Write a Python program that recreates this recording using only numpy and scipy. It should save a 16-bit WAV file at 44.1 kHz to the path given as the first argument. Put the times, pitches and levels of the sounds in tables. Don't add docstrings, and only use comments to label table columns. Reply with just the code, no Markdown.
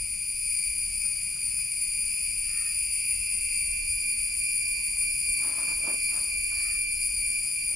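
import sys
import numpy as np
from scipy import signal
from scipy.fft import rfft, irfft
from scipy.io import wavfile
from scipy.ndimage import uniform_filter1d

SR = 44100
rng = np.random.default_rng(int(sys.argv[2]) if len(sys.argv) > 2 else 0)


def to_linear_factor(level_db):
    exponent = np.asarray(level_db, float) / 20
    return 10 ** exponent


def file_out(sig):
    cols = np.atleast_2d(sig).T
    lim = np.clip(cols, -1, 1)
    pcm = np.round(lim * 32767).astype(np.int16)
    wavfile.write(sys.argv[1], SR, pcm)


N = 341775
T = np.arange(N) / SR
HZ = np.fft.rfftfreq(N, 1 / SR)
SIDES = np.array([[1], [-1]])
SAMPLING_HZ = 24000


def points(table, hz=HZ):
    f, db = np.transpose(table)[:2]
    return to_linear_factor(np.interp(np.log(hz + 1), np.log(f + 1), db))


def curve(rows):
    return np.interp(T, *np.transpose(rows))


def shape(x, gain):
    return irfft(rfft(x) * gain, N)


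def unit(x):
    return x / np.sqrt(np.mean(x ** 2))


def ring(x, modes):
    out = 0
    for hz, width, db in modes:
        b, a = signal.iirpeak(hz, hz / width, fs=SR)
        out = out + to_linear_factor(db) * signal.lfilter(b, a, x)
    return out


def walk(rate):
    k = int(SR / rate)
    steps = np.repeat(rng.standard_normal(N // k + 1), k)
    return 1.287 * uniform_filter1d(uniform_filter1d(steps, k), k)[:N]


def swell(s, hold_s, db, rise_db_per_s, fall_db_per_s):
    early = np.clip(s - T, 0, None)
    late = np.clip(T - s - hold_s, 0, None)
    return to_linear_factor(db - rise_db_per_s * early - fall_db_per_s * late)


def garden(x, wet_db, t60, wide=0.97):
    t = T[:int(.6 * SR)]
    tails = rng.standard_normal((2, len(t))) * np.exp(-np.log(1000) * t / t60)
    tails *= to_linear_factor(wet_db) / np.sqrt(np.sum(tails ** 2) / 2)
    fed = x * np.clip(T / .02, 0, 1) ** 2
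    mid, side = (signal.fftconvolve(fed, tail)[:N] for tail in tails)
    return x + mid + wide * side * SIDES


# frequency in Hz, relative density in dB per Hz.
AIR_SPECTRUM = [(12, -42), (20, -3), (44, -7), (103, -16.5), (193, -18), (229, -25), (629, -40.5),
                (1540, -35.5), (1690, -36.5), (1900, -31), (2470, -69), (4180, -120)]


def distant_traffic():
    mid, side = rng.standard_normal((2, N))
    spread = shape(side, np.clip(HZ / 600, .25, .45))
    rumble = shape(mid + spread * SIDES, points(AIR_SPECTRUM) * (HZ > 90))
    return to_linear_factor(-58) * unit(rumble) * to_linear_factor(0.91 * walk(3.15))


# frequency in Hz, relative density in dB per Hz.
FAR_HISS_SPECTRUM = [(1500, -61), (2300, 9), (3600, -15.5), (5200, -5.5), (6500, -5.5), (8000, -7.5),
                     (9500, 13.5), (11000, -4), (12000, -14.5)]


def far_hiss():
    hiss, hiss_side = rng.standard_normal((2, N))
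    return to_linear_factor(-41.0) * unit(shape(hiss + 0.46 * hiss_side * SIDES, points(FAR_HISS_SPECTRUM)))


# time in seconds, level before the gusts in dB.
WIND_LEVEL = [(0, -48.5), (1.8, -50.5), (2.5, -46.5), (3.1, -49.5), (3.5, -44), (4.0, -43.5), (4.6, -49.5),
              (6.0, -50), (6.6, -47), (7.75, -51.5)]


def wind():
    gust_db, gusts_per_s = 2.5, 12
    gust, side = rng.standard_normal((2, N))
    rumble = shape(gust + 0.037 * side * SIDES, points(AIR_SPECTRUM) * (HZ <= 90))
    return unit(rumble) * to_linear_factor(curve(WIND_LEVEL) + gust_db * walk(gusts_per_s))


# start of the hold in seconds, hold in seconds, gain in dB.
CAW_CALLS = [(2.54, .14, -55.5), (6.6, 0.14, -57)]
# frequency in Hz, width in Hz, gain in dB.
THROAT_MODES = [(1220, 53, -11), (1310, 60, -10), (1384, 80, -10), (1550, 211, -11), (1810, 45, 4)]


def crow():
    pitch_hz, jitter, breath_db = 90.5, .025, -1
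    rise_db_per_s, fall_db_per_s = 150, 140
    turns = np.cumsum(pitch_hz * (1 + jitter * walk(40))) / SR
    pulses = np.diff(np.floor(turns), prepend=0)
    puffs = np.exp(-(turns % 1) / 0.97) * rng.standard_normal(N)
    hoarse = unit(pulses) + to_linear_factor(breath_db) * unit(puffs)
    band = points([(1050, -25), (1200, 0), (1950, -2.5), (2300, -20)])
    voice = unit(shape(ring(hoarse, THROAT_MODES), band))
    caws = voice * sum(swell(*row, rise_db_per_s, fall_db_per_s) for row in CAW_CALLS)
    return garden(caws, -8, .15)


# start in seconds, length in seconds, pitch in Hz, gain in dB.
PIPING_NOTES = [(4.65, .07, 989, -66.5), (4.745, .11, 989, -64.5), (4.845, .1, 989, -65),
                (4.94, .12, 989, -67.5), (6.64, .09, 796, -63.5)]


def small_bird():
    pipe = 0
    for s, length, hz, db in PIPING_NOTES:
        rise_and_fall = np.sin(np.pi * np.clip((T - s) / length, 0, 1)) ** 2
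        pipe = pipe + to_linear_factor(db) * rise_and_fall * np.sin(2 * np.pi * hz * T)
    return garden(pipe * (1 + .2 * walk(60)), -8, .15)


# start in seconds, gain in dB.
TOOL_TICKS = [(1.049, -57), (1.36, -59), (1.586, -60), (5.018, -61), (6.515, -54)]
# frequency in Hz, mean strength in dB, time to fall 60 dB in seconds.
PANEL_MODES = [(650, 3, 0.025), (970, -1, 0.033), (1230, 6, 0.033), (1450, 10, 0.026), (1650, 4, 0.023)]


def ticks():
    out, t = np.zeros(N), T[:4000]
    push = 1 - np.exp(-t / 0.0024)
    for s, db in TOOL_TICKS:
        rings = 0
        for f, strength_db, t60 in PANEL_MODES:
            strength = to_linear_factor(strength_db + 2 * rng.standard_normal())
            rings = rings + strength * np.sin(2 * np.pi * f * t) * np.exp(-np.log(1000) * t / t60)
        i = int(s * SR)
        out[i:i + 4000] += to_linear_factor(db) * rings * push
    return garden(out, -1.7, 0.23)


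# start of the hold in seconds, hold in seconds, gain in dB, low crunch in dB.
SHOE_SCUFFS = [(3.68, 0.18, -71.5, 1.5), (4.966, 0.06, -62, -10), (5.258, .01, -63, -12),
               (5.413, 0.036, -53, -10), (5.464, .04, -44, -11), (5.585, .015, -43, -9),
               (5.683, 0.029, -44, -11), (5.877, 0.015, -47, 3), (6.146, 0.038, -44, -10),
               (6.257, .12, -66.5, 2), (6.523, 0.099, -54, -14), (7.096, .3, -75.5, 5),
               (7.456, .02, -71, 4), (7.696, .06, -66, 4)]
# frequency in Hz, width in Hz, gain in dB.
GRAVEL_MODES = [(340, 260, 1.5), (630, 450, -2), (880, 270, 2), (1050, 220, 3), (1600, 1100, -9)]


def shoe():
    press_db_per_s, lift_db_per_s = 243, 205
    slips = rng.random(N) < 6000 / SR
    clicks = slips * to_linear_factor(2.2 * rng.exponential(size=N)) * rng.standard_normal(N)
    low = unit(ring(ring(clicks, GRAVEL_MODES[:2]), [(480, 1050, 0)]))
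    high = unit(ring(ring(clicks, GRAVEL_MODES[2:]), [(990, 2000, 0)]))
    scuffs = 0
    for s, hold_s, db, low_db in SHOE_SCUFFS:
        gain = swell(s, hold_s, db, press_db_per_s, lift_db_per_s)
        scuffs = scuffs + gain * (to_linear_factor(low_db) * low + 0.4 * high)
    return garden(scuffs, -6.5, 0.11)


def cicada(hz, harmonics_db, pulse_hz, pulsing, rough_hz, rasp, bend=0.067):
    pulse_rate = pulse_hz * (1 + 0.00606 * walk(20))
    beat = 2 * np.pi * np.cumsum(pulse_rate) / SR + rng.uniform(0, 2 * np.pi)
    phase = 2 * np.pi * np.cumsum(hz + rough_hz * walk(150)) / SR + bend * np.sin(beat)
    fundamental = np.exp(1j * phase)
    swing = np.cos(beat) + 0.065 * np.cos(beat / 2)
    tone, harmonic = 0, 1
    for db, depth in zip(harmonics_db, pulsing):
        harmonic = harmonic * fundamental
        tone = tone + to_linear_factor(db) * harmonic.imag * np.exp(depth * swing) / np.i0(depth)
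    return np.sqrt(2) * tone * (1 + rasp * walk(500))


# time in seconds, level in dB.
CROWD_LEVEL = [(0, -34), (.3, -34.5), (2, -33), (3.5, -33), (5.5, -32), (7.75, -33.5)]
CROWD_HARMONICS = [-7, -8.5, -17.5, -0.5, -23]
CROWD_PULSE_DEPTH = [0.27, 0.81, 0.72, 1, .8]


def crowd(count=10):
    out = 0
    for k, (a, b, c) in enumerate(rng.random((count, 3))):
        turn = (T / (.3 + .3 * a) + b) % 1
        hz = 2280 + 200 * (k + .5) / count + 30 * uniform_filter1d(1 - 2 * turn, 1500)
        song = cicada(hz, CROWD_HARMONICS, 215 + 80 * c, CROWD_PULSE_DEPTH, rough_hz=5., rasp=0.32)
        out = out + song * to_linear_factor(3.05 * walk(8))
    return unit(garden(out, 7.6, 0.32, wide=0.18)) * to_linear_factor(curve(CROWD_LEVEL))


# time in seconds, gain before the throb in dB.
HELD_NOTE = [(1.8, -57), (2.2, -51), (2.9, -50.5), (3.1, -47.5), (3.7, -39), (5.2, -38.5), (6, -39.5),
             (7.75, -40.5)]
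HOLDER_HARMONICS = [0, -13.5, -19, -11, -39]
HOLDER_PULSE_DEPTH = [0.63, 0.96, 0.35, .6, .6]
# time in seconds, factor on the pulsing depth.
PULSE_FADING = [(3.0, 1.7), (3.9, .3)]
# time in seconds, throb depth from 0 to 1.
THROB_DEPTH = [(3.2, .1), (6, 0.79)]


def holder():
    start_hz, end_hz, settle_s = 2392, 2364.5, 2.
    since = np.clip(T - HELD_NOTE[0][0], 0, None)
    hz = end_hz + (start_hz - end_hz) * np.exp(-since / settle_s)
    depth = np.clip(curve(THROB_DEPTH), 0, 1)
    throb = 1 - depth * np.clip(1.54 * walk(15), 0, 1)
    fading = curve(PULSE_FADING)
    note = cicada(hz + 3 * depth * walk(12), HOLDER_HARMONICS, 281., np.outer(HOLDER_PULSE_DEPTH, fading),
                  rough_hz=1.45, rasp=0.14, bend=0.22 * fading)
    return garden(note * to_linear_factor(curve(HELD_NOTE)) * throb * (since > 0), -1.5, 0.22)


def phrases(rows, sag, last_s, gap_s):
    starts, db = np.transpose(rows)
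    ends = np.append(starts[1:], last_s) - gap_s
    pivot_hz, above, hz_per_s, third, two_thirds = sag
    fall_hz = hz_per_s * (ends - starts)
    pitch = pivot_hz + np.outer(fall_hz, above - np.array([0, third, two_thirds, 1]))
    hz = np.interp(T, np.linspace(starts, ends, 4).T.ravel(), pitch.ravel())
    k = np.clip(np.searchsorted(starts, T, "right") - 1, 0, None)
    gain = to_linear_factor(db[k]) * (T < ends[k] + gap_s / 2) * (T > starts[k] + gap_s / 2)
    return uniform_filter1d(hz, 1500), uniform_filter1d(gain, 600)


NEAR_PULSE_DEPTH = [.1, .55, .6, .48, .6]


def singer(rows, sag, path, last_s, harmonics_db, pulse_hz, wet_db):
    hz, gain = phrases(rows, sag, last_s, gap_s=.03)
    song = cicada(hz / 4, harmonics_db, pulse_hz, NEAR_PULSE_DEPTH, rough_hz=1.14, rasp=0.31, bend=0.0042)
    flutter = to_linear_factor(1.64 * walk(25))
    return garden(shape(song * gain * flutter, points(path)), wet_db, 0.99)


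# start in seconds, gain before the echo path in dB.
LOW_PHRASES = [(-0.2, -39.7), (0.25, -35.7), (0.72, -35.3), (1.2, -36.9), (1.67, -37), (2.14, -37.2),
               (2.53, -36.7), (2.9, -37.7), (3.28, -33.6), (3.64, -36.7), (3.96, -36.6), (4.31, -36.1),
               (4.65, -37.4), (4.95, -38), (5.25, -36.7), (5.57, -37.6), (5.87, -39.9), (6.13, -34.8),
               (6.4, -38.9), (6.67, -37.2), (6.98, -36.1), (7.24, -35.2), (7.5, -36.6)]
# pivot of the fourth harmonic in Hz, share of the fall above the pivot, mean sag in Hz per second,
# share fallen after one third and after two thirds of the phrase.
LOW_FALL = (9375, .2, 470, .42, .82)
# frequency in Hz, gain in dB.
LOW_ECHOES = [(8950, -6), (9000, -6), (9047, 1), (9072, -6), (9097, 0), (9122, -6), (9149, 0), (9195, -8),
              (9228, -2), (9255, -5), (9282, 1), (9305, -7), (9325, -4), (9345, -10), (9366, -1),
              (9385, -7), (9400, -7), (9430, -11)]
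LOW_HARMONICS = [-11.5, -11.5, -17.5, 3.5, -21]


def low_singer():
    return singer(LOW_PHRASES, LOW_FALL, LOW_ECHOES, 7.78, LOW_HARMONICS, pulse_hz=225., wet_db=-10)


# start in seconds, gain before the echo path in dB.
HIGH_PHRASES = [(-0.22, -36.6), (0.34, -35), (0.9, -35.3), (1.49, -33.9), (2.07, -34.3), (2.64, -33.7),
                (3.17, -35.8), (3.69, -35.6), (4.16, -34.8), (4.63, -35.1), (5.08, -35), (5.53, -35),
                (5.98, -34.9), (6.44, -34.7), (6.86, -34.9), (7.29, -35)]
# pivot of the fourth harmonic in Hz, share of the fall above the pivot, mean sag in Hz per second,
# share fallen after one third and after two thirds of the phrase.
HIGH_FALL = (9648, 1, 660, .31, .79)
# frequency in Hz, gain in dB.
HIGH_ECHOES = [(2400, -2), (2415, 1), (2440, -5), (2465, -2), (2490, -3), (2520, -5), (9600, -7),
               (9645, -5), (9668, -1), (9700, -9), (9725, -9), (9752, 0), (9780, -10), (9820, -8),
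               (9850, -14), (9889, 1), (9920, -12), (9955, 0), (9990, -8), (10035, -2), (10070, -10),
               (10110, -3), (10140, -9), (10175, -4), (10220, -8)]
HIGH_HARMONICS = [-9.5, -8, -16, 3, -40]


def high_singer():
    return singer(HIGH_PHRASES, HIGH_FALL, HIGH_ECHOES, 7.76, HIGH_HARMONICS, pulse_hz=287., wet_db=-12)


def scene():
    background = distant_traffic() + far_hiss() + wind() + crow() + small_bird()
    work = ticks() + shoe()
    return background + work + crowd() + holder() + low_singer() + high_singer()


# frequency in Hz, left minus right in dB.
MICROPHONE_BALANCE = [(60, -2.5), (110, 1.5), (200, -4.5), (380, -3), (700, -2), (1290, 0), (2380, -0.5),
                      (4400, 0), (8120, 6), (15000, -3)]


def microphones(dry):
    lean = np.sqrt(points(MICROPHONE_BALANCE))
    return shape(dry, np.array([lean, 1 / lean]) * (HZ < SAMPLING_HZ / 2))


# frequency in Hz, gain in dB.
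MIRROR_GAIN = [(12000, -4.5), (12600, -11), (13200, -9), (14300, -22.5), (15000, -30), (15130, -36),
               (15200, -80)]


def mirror_image(base):
    top = signal.hilbert(shape(base, HZ > 8000))
    image = np.real(np.conj(top) * np.exp(2j * np.pi * SAMPLING_HZ * T))
    return shape(image, points(MIRROR_GAIN))


def low_pass(x):
    return signal.sosfilt(signal.butter(12, 16270, fs=SR, output="sos"), x)


def record(dry):
    base = microphones(dry)
    mix = base + mirror_image(base)
    return low_pass(mix)


dry = scene()
out = record(dry)
file_out(out)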